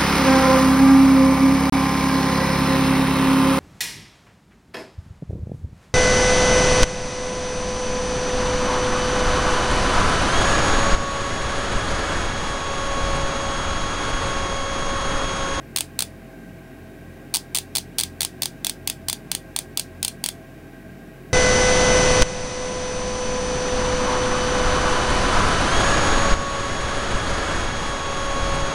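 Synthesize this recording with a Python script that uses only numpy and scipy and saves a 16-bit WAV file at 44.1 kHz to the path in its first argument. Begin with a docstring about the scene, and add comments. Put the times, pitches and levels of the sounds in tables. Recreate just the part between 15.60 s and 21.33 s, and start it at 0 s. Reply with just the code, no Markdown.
"""In a small, dry room a ventilation fan hums while a plastic click pen is pumped close by.
The fan gives a rush of air coloured by its duct, wavering tones and a low drone.
The pen is pressed twice and, after a pause, fourteen more times. Each press is a quick, slowing run
of two to five ratchet ticks: the pawl strikes tooth after tooth and rings the barrel.
The room answers each tick with a short tail of reflections."""
import sys
import numpy as np
from scipy import signal
from scipy.fft import rfft, irfft
from scipy.io import wavfile
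from scipy.ndimage import uniform_filter1d

SR = 44100
rng = np.random.default_rng(int(sys.argv[2]) if len(sys.argv) > 2 else 0)


def generate_wav(signal):
    """Clip the signal to [-1, 1] and save it as 16-bit WAV at the path in sys.argv[1]."""
    frames = np.transpose(np.atleast_2d(signal))
    scaled = np.clip(frames, -1, 1) * 32767
    pcm = np.round(scaled).astype(np.int16)
    wavfile.write(sys.argv[1], SR, pcm)


N = 252693


def from_db(db):
    """Amplitude ratio: tenfold for every 20 dB."""
    return 10 ** (np.asarray(db) / 20)


def unit_energy(x):
    """Normalisation: the squared magnitudes sum to one."""
    return x / np.sqrt(np.sum(abs(x) ** 2) + 1e-20)


def curve_at(points, hz):
    """Interpolation of (frequency [Hz], value) points on a log-frequency axis."""
    f, value = np.transpose(points)
    return np.interp(np.log(hz + 1), np.log(f + 1), value)


def add(mix, start_s, sound):
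    """Superposition: a sound adds to the mix from its start time on."""
    part = mix[round(start_s * SR):][:len(sound)]
    part += sound[:len(part)]


def resonant_gain(colour, modes, hz):
    """Resonance: modal peaks add in power to a broad colour."""
    peaks = sum(from_db(db) ** 2 / (1 + 2 * ((hz - f) / width) ** 2) ** 2 for f, width, db in modes)
    return np.sqrt(from_db(curve_at(colour, hz)) ** 2 + peaks)


def minimum_phase(gain):
    """Causality: a struck body rings after the blow, never before."""
    log_gain = np.log(np.concatenate([gain, gain[-2:0:-1]]) + 1e-6)
    return gain * np.exp(-1j * signal.hilbert(log_gain).imag[:len(gain)])


def fan_rush():
    """Flow noise: moving air excites the resonances of the duct."""
    # rush of air and even hiss: (frequency [Hz], spectral density [dB re 1/Hz])
    air = [(20, -92), (55, -86), (110, -72), (150, -67), (200, -78.5), (260, -66.5), (400, -75), (520, -80),
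           (950, -91.5), (2400, -87), (3500, -99), (7000, -102.5), (15700, -103), (16200, -125)]
    # duct resonances: (frequency [Hz], width [Hz], peak density [dB re 1/Hz])
    duct_modes = [(179.5, 13.4, -62), (223.7, 5.4, -61), (312.3, 5, -65.5), (366, 6.9, -66), (369, 29, -73),
                  (649, 25, -70.5), (678, 18, -72), (787, 67, -77.5), (1074, 52, -82), (1425, 17, -83.5),
                  (1595, 60, -75), (1907, 18, -77.5)]
    hz = np.fft.rfftfreq(N, 1 / SR)
    gain = resonant_gain(air, duct_modes, hz) * np.sqrt(SR / 2)
    return irfft(rfft(rng.standard_normal(N)) * gain, N)


def fan_hum(waver_hz=3.0, knots=512):
    """Random modulation: the fan's tones waver in level and phase, each to its own depth."""
    # fan tones: (frequency [Hz], rms level [dB], waver [0-1])
    tones = [(44, -51.5, 0.16), (130.8, -51, 0.12), (414.2, -57.5, 0.53), (534, -61.5, 0.47),
             (1531, -66, 0), (3760, -74, 0.1)]
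    t, knot_s = np.arange(N) / SR, np.linspace(0, N / SR, knots)
    low_pass = np.exp(-(np.fft.fftfreq(knots, knot_s[1]) / waver_hz) ** 2 / 2)
    out = np.zeros(N)
    for hz, db, waver in tones:
        real, imag = rng.standard_normal((2, knots))
        drift = unit_energy(np.fft.ifft((real + 1j * imag) * low_pass)) * np.sqrt(knots)
        swing = np.interp(t, knot_s, np.sqrt(1 - waver ** 2) + waver * drift)
        carrier = np.exp(2j * np.pi * (hz * t + rng.random()))
        out += from_db(db) * np.sqrt(2) * (swing * carrier).real
    return out


def ventilation_drone(rms_db=-49.5, centre_hz=87.1, width_hz=3.6):
    """Narrow-band noise: a low resonance fed by turbulence swells and ebbs at random."""
    hz = np.fft.rfftfreq(N, 1 / SR)
    gain = 1 / (1 + ((hz - centre_hz) / width_hz) ** 4)
    drone = irfft(rfft(rng.standard_normal(N)) * gain, N)
    return from_db(rms_db) * np.sqrt(N) * unit_energy(drone)


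def pawl_blow(hz, lead, size, scrape_s=0.00092, touch_s=0.0009, chatter_s=0.0024, soft_hz=7000):
    """Impact spectrum: the pawl touches a tooth, scrapes over it, snaps down and chatters."""
    t = (np.arange(size) - lead) / SR  # zero at the snap
    contacts = rng.standard_normal(size) * from_db(3.0 * rng.standard_normal(size))
    contacts = unit_energy(contacts) * np.sqrt(size)
    scrape = (t < 0) * from_db(-15) * np.exp(-abs(t) / scrape_s) * contacts
    touch_lead_s = touch_s * (0.5 + rng.random())
    scrape[np.argmin(abs(t + touch_lead_s))] = 0.76  # first touch
    chatter = (t > 0) * np.exp(-(abs(t) / chatter_s) ** 1.31) * contacts
    chatter[lead] = 3.8  # the snap
    # the approach is soft and dull, the snap hard and bright
    blow = rfft(chatter) + rfft(scrape) / (1 + 1j * hz / soft_hz)
    # such short contacts feed all broad bands alike
    return blow / np.sqrt(uniform_filter1d(abs(blow) ** 2, size=90) + 1e-12)


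def barrel_response(hz, colour_db, grip_detune=0.0091):
    """Modal response: the grip shifts the pen's resonances, and each tooth colours them anew."""
    # broad colour of the plastic: (frequency [Hz], level [dB])
    plastic = [(100, -29), (400, -11), (800, 1.5), (1300, -3.5), (1700, -5), (2400, 5), (3200, 6),
               (5200, 4.5), (7200, 1), (10200, 2), (11500, -1.5), (14000, -1), (15600, 4.5), (16400, -20)]
    # resonances of barrel and pawl: (frequency [Hz], width [Hz], level [dB])
    pen_modes = [(850, 150, -3.5), (3490, 360, 11), (4390, 800, 11.5), (6070, 350, 6), (6630, 520, 4),
                 (8240, 460, 6), (9110, 670, 10), (12600, 600, -1), (15100, 600, -14)]
    knock, lean, pawl, edge = colour_db
    # colour of this tooth: (frequency [Hz], level [dB])
    tooth = [(1700, knock), (2500, -lean), (3600, -lean), (4100, lean), (5300, lean),
             (6200, 0), (7500, pawl), (10500, pawl), (12000, edge)]
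    modes = [(f * (1 + grip_detune * rng.standard_normal()), width, db) for f, width, db in pen_modes]
    return minimum_phase(resonant_gain(plastic, modes, hz) * from_db(curve_at(tooth, hz)))


def ratchet_tick(snap_s, energy_db, colour_db, size=2048):
    """Source and filter: the pawl's blow rings the barrel. Returns start time and sound."""
    lead, hz = size // 8, np.fft.rfftfreq(size, 1 / SR)
    ring = irfft(pawl_blow(hz, lead, size) * barrel_response(hz, colour_db))
    return snap_s - lead / SR, from_db(energy_db) * unit_energy(ring)


def pen(slowing_db=-2, tooth_spread_db=0.48):
    """Uniform deceleration: over evenly spaced teeth the ticks spread out and end weaker."""
    # presses: (first tick [s], last tick [s], teeth [count], speed lost [0-1], base energy [dB],
    # thumb's mid-stroke push [dB], then the grip's colour: knock near 1 kHz [dB],
    # lean from the lower to the upper barrel ring [dB], pawl near 9 kHz [dB])
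    presses = [(0.1619, 0.2075, 4, 0.77, 7.5, -3.5, 3, -1, 4),
               (0.3910, 0.4230, 3, 0.31, 7, -1.5, 3.5, 0, 3.2), (1.7406, 1.7691, 5, 0.71, 5.5, 1, 0, 2, 3),
               (1.9483, 1.9857, 5, 0.62, 6, -1.5, 0.2, 0, 3.5), (2.153, 2.1832, 4, 0.7, 5, 1.5, 0, 1.3, 3),
               (2.3846, 2.4351, 5, 1, 7, -1.5, -.9, 0.5, 2), (2.6072, 2.649, 4, 0.55, 6.5, -2, 2.1, 0, 3),
               (2.821, 2.8569, 3, 0.86, 6, -1, 0.5, .7, 1.5),
               (3.0470, 3.0960, 3, .47, 5.5, 1.5, -0.5, -0.1, 2.4),
               (3.2752, 3.2992, 2, .5, 6.5, 0, -0.5, -2, 3), (3.4850, 3.5290, 3, 0.97, 5, 1.2, 2, 1.2, 3.5),
               (3.7164, 3.75, 2, .5, 6.5, 0, 2.5, -1.2, 4.5), (3.9634, 3.989, 2, .5, 6, 0, 3, 0, 5.5),
               (4.174, 4.1964, 2, .5, 7, 0, -0.5, 1, 4), (4.429, 4.4807, 3, 0.68, 5.5, 2.5, -0.7, 0, 5),
               (4.64, 4.6880, 3, 0.39, 5, 0.7, 3, -0.2, 4)]
    # the first tooth is met from rest: (knock [dB], lean [dB], pawl [dB], edge near 13 kHz [dB])
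    first_tooth, later_tooth = (0.4, 0.5, -0.95, 2.6), (0.49, -0.063, 1.14, 1.5)
    out = np.zeros(N)
    for first_s, last_s, teeth, braking, energy_db, push_db, *grip_db in presses:
        end_speed = 1 - braking
        for travel in np.linspace(0, 1, teeth):
            speed = np.sqrt(1 - travel * (1 - end_speed ** 2))
            snap_s = first_s + (last_s - first_s) * travel * (1 + end_speed) / (1 + speed)
            level_db = energy_db + slowing_db * travel + push_db * np.sin(np.pi * travel)
            colour_db = np.add(later_tooth if travel else first_tooth, grip_db + [0])
            colour_db += tooth_spread_db * rng.standard_normal(len(colour_db))
            add(out, *ratchet_tick(snap_s, level_db, colour_db))
    return out


def room_tail(first_echo_s=0.004, size=256):
    """Reverberation: dense reflections follow the nearest surface's echo and decay exponentially."""
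    # colour of the reflections: (frequency [Hz], level [dB])
    colour = [(300, -10), (1000, 3.5), (2000, 8.5), (3000, 6.5), (4300, 1.5), (5200, 6), (7500, 3),
              (8700, -1), (9800, 0.5), (12000, 0.5), (15500, -3.5)]
    # reverberation time: (frequency [Hz], time to fall 60 dB [s])
    t60 = [(500, 0.16), (2000, 0.099), (4500, 0.15), (9000, 0.15), (15000, 0.17)]
    t = np.arange(SR // 3) / SR
    reflections = rng.choice([-1, 1], len(t)) * (t > first_echo_s)
    hz, frame_s, bands = signal.stft(reflections, SR, nperseg=size)
    decay = np.exp(-np.log(1000) * frame_s / curve_at(t60, hz)[:, None])
    bands *= from_db(curve_at(colour, hz)[:, None]) * decay
    return unit_energy(signal.istft(bands, SR, nperseg=size)[1])


def room_echoes(ticks, patterns=4, crossfade_s=0.012):
    """Directivity: ticks thrown different ways meet different patterns of reflections."""
    turn = np.arange(N) / SR / crossfade_s
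    out = np.zeros(N)
    for k in range(patterns):
        power_share = np.maximum(1 - abs((turn - k) % patterns - 1), 0)
        out += signal.oaconvolve(ticks * np.sqrt(power_share), room_tail())[:N]
    return out


def scene(room_db=-12.5, walls=3):
    """Superposition at one point: the pen radiates a slightly different sound toward each wall."""
    echoes = sum(room_echoes(pen()) for _ in range(walls)) / np.sqrt(walls)
    mono = pen() + from_db(room_db) * echoes + fan_rush() + fan_hum() + ventilation_drone()
    return np.array([mono, mono])


def record(dry, cutoff_hz=16800):
    """Band limiting: a steep low-pass filter removes the highest treble."""
    low_pass = signal.firwin(301, cutoff_hz, window=("kaiser", 8), fs=SR)
    return signal.oaconvolve(dry, low_pass[None], "same")


dry = scene()
out = record(dry)
generate_wav(out)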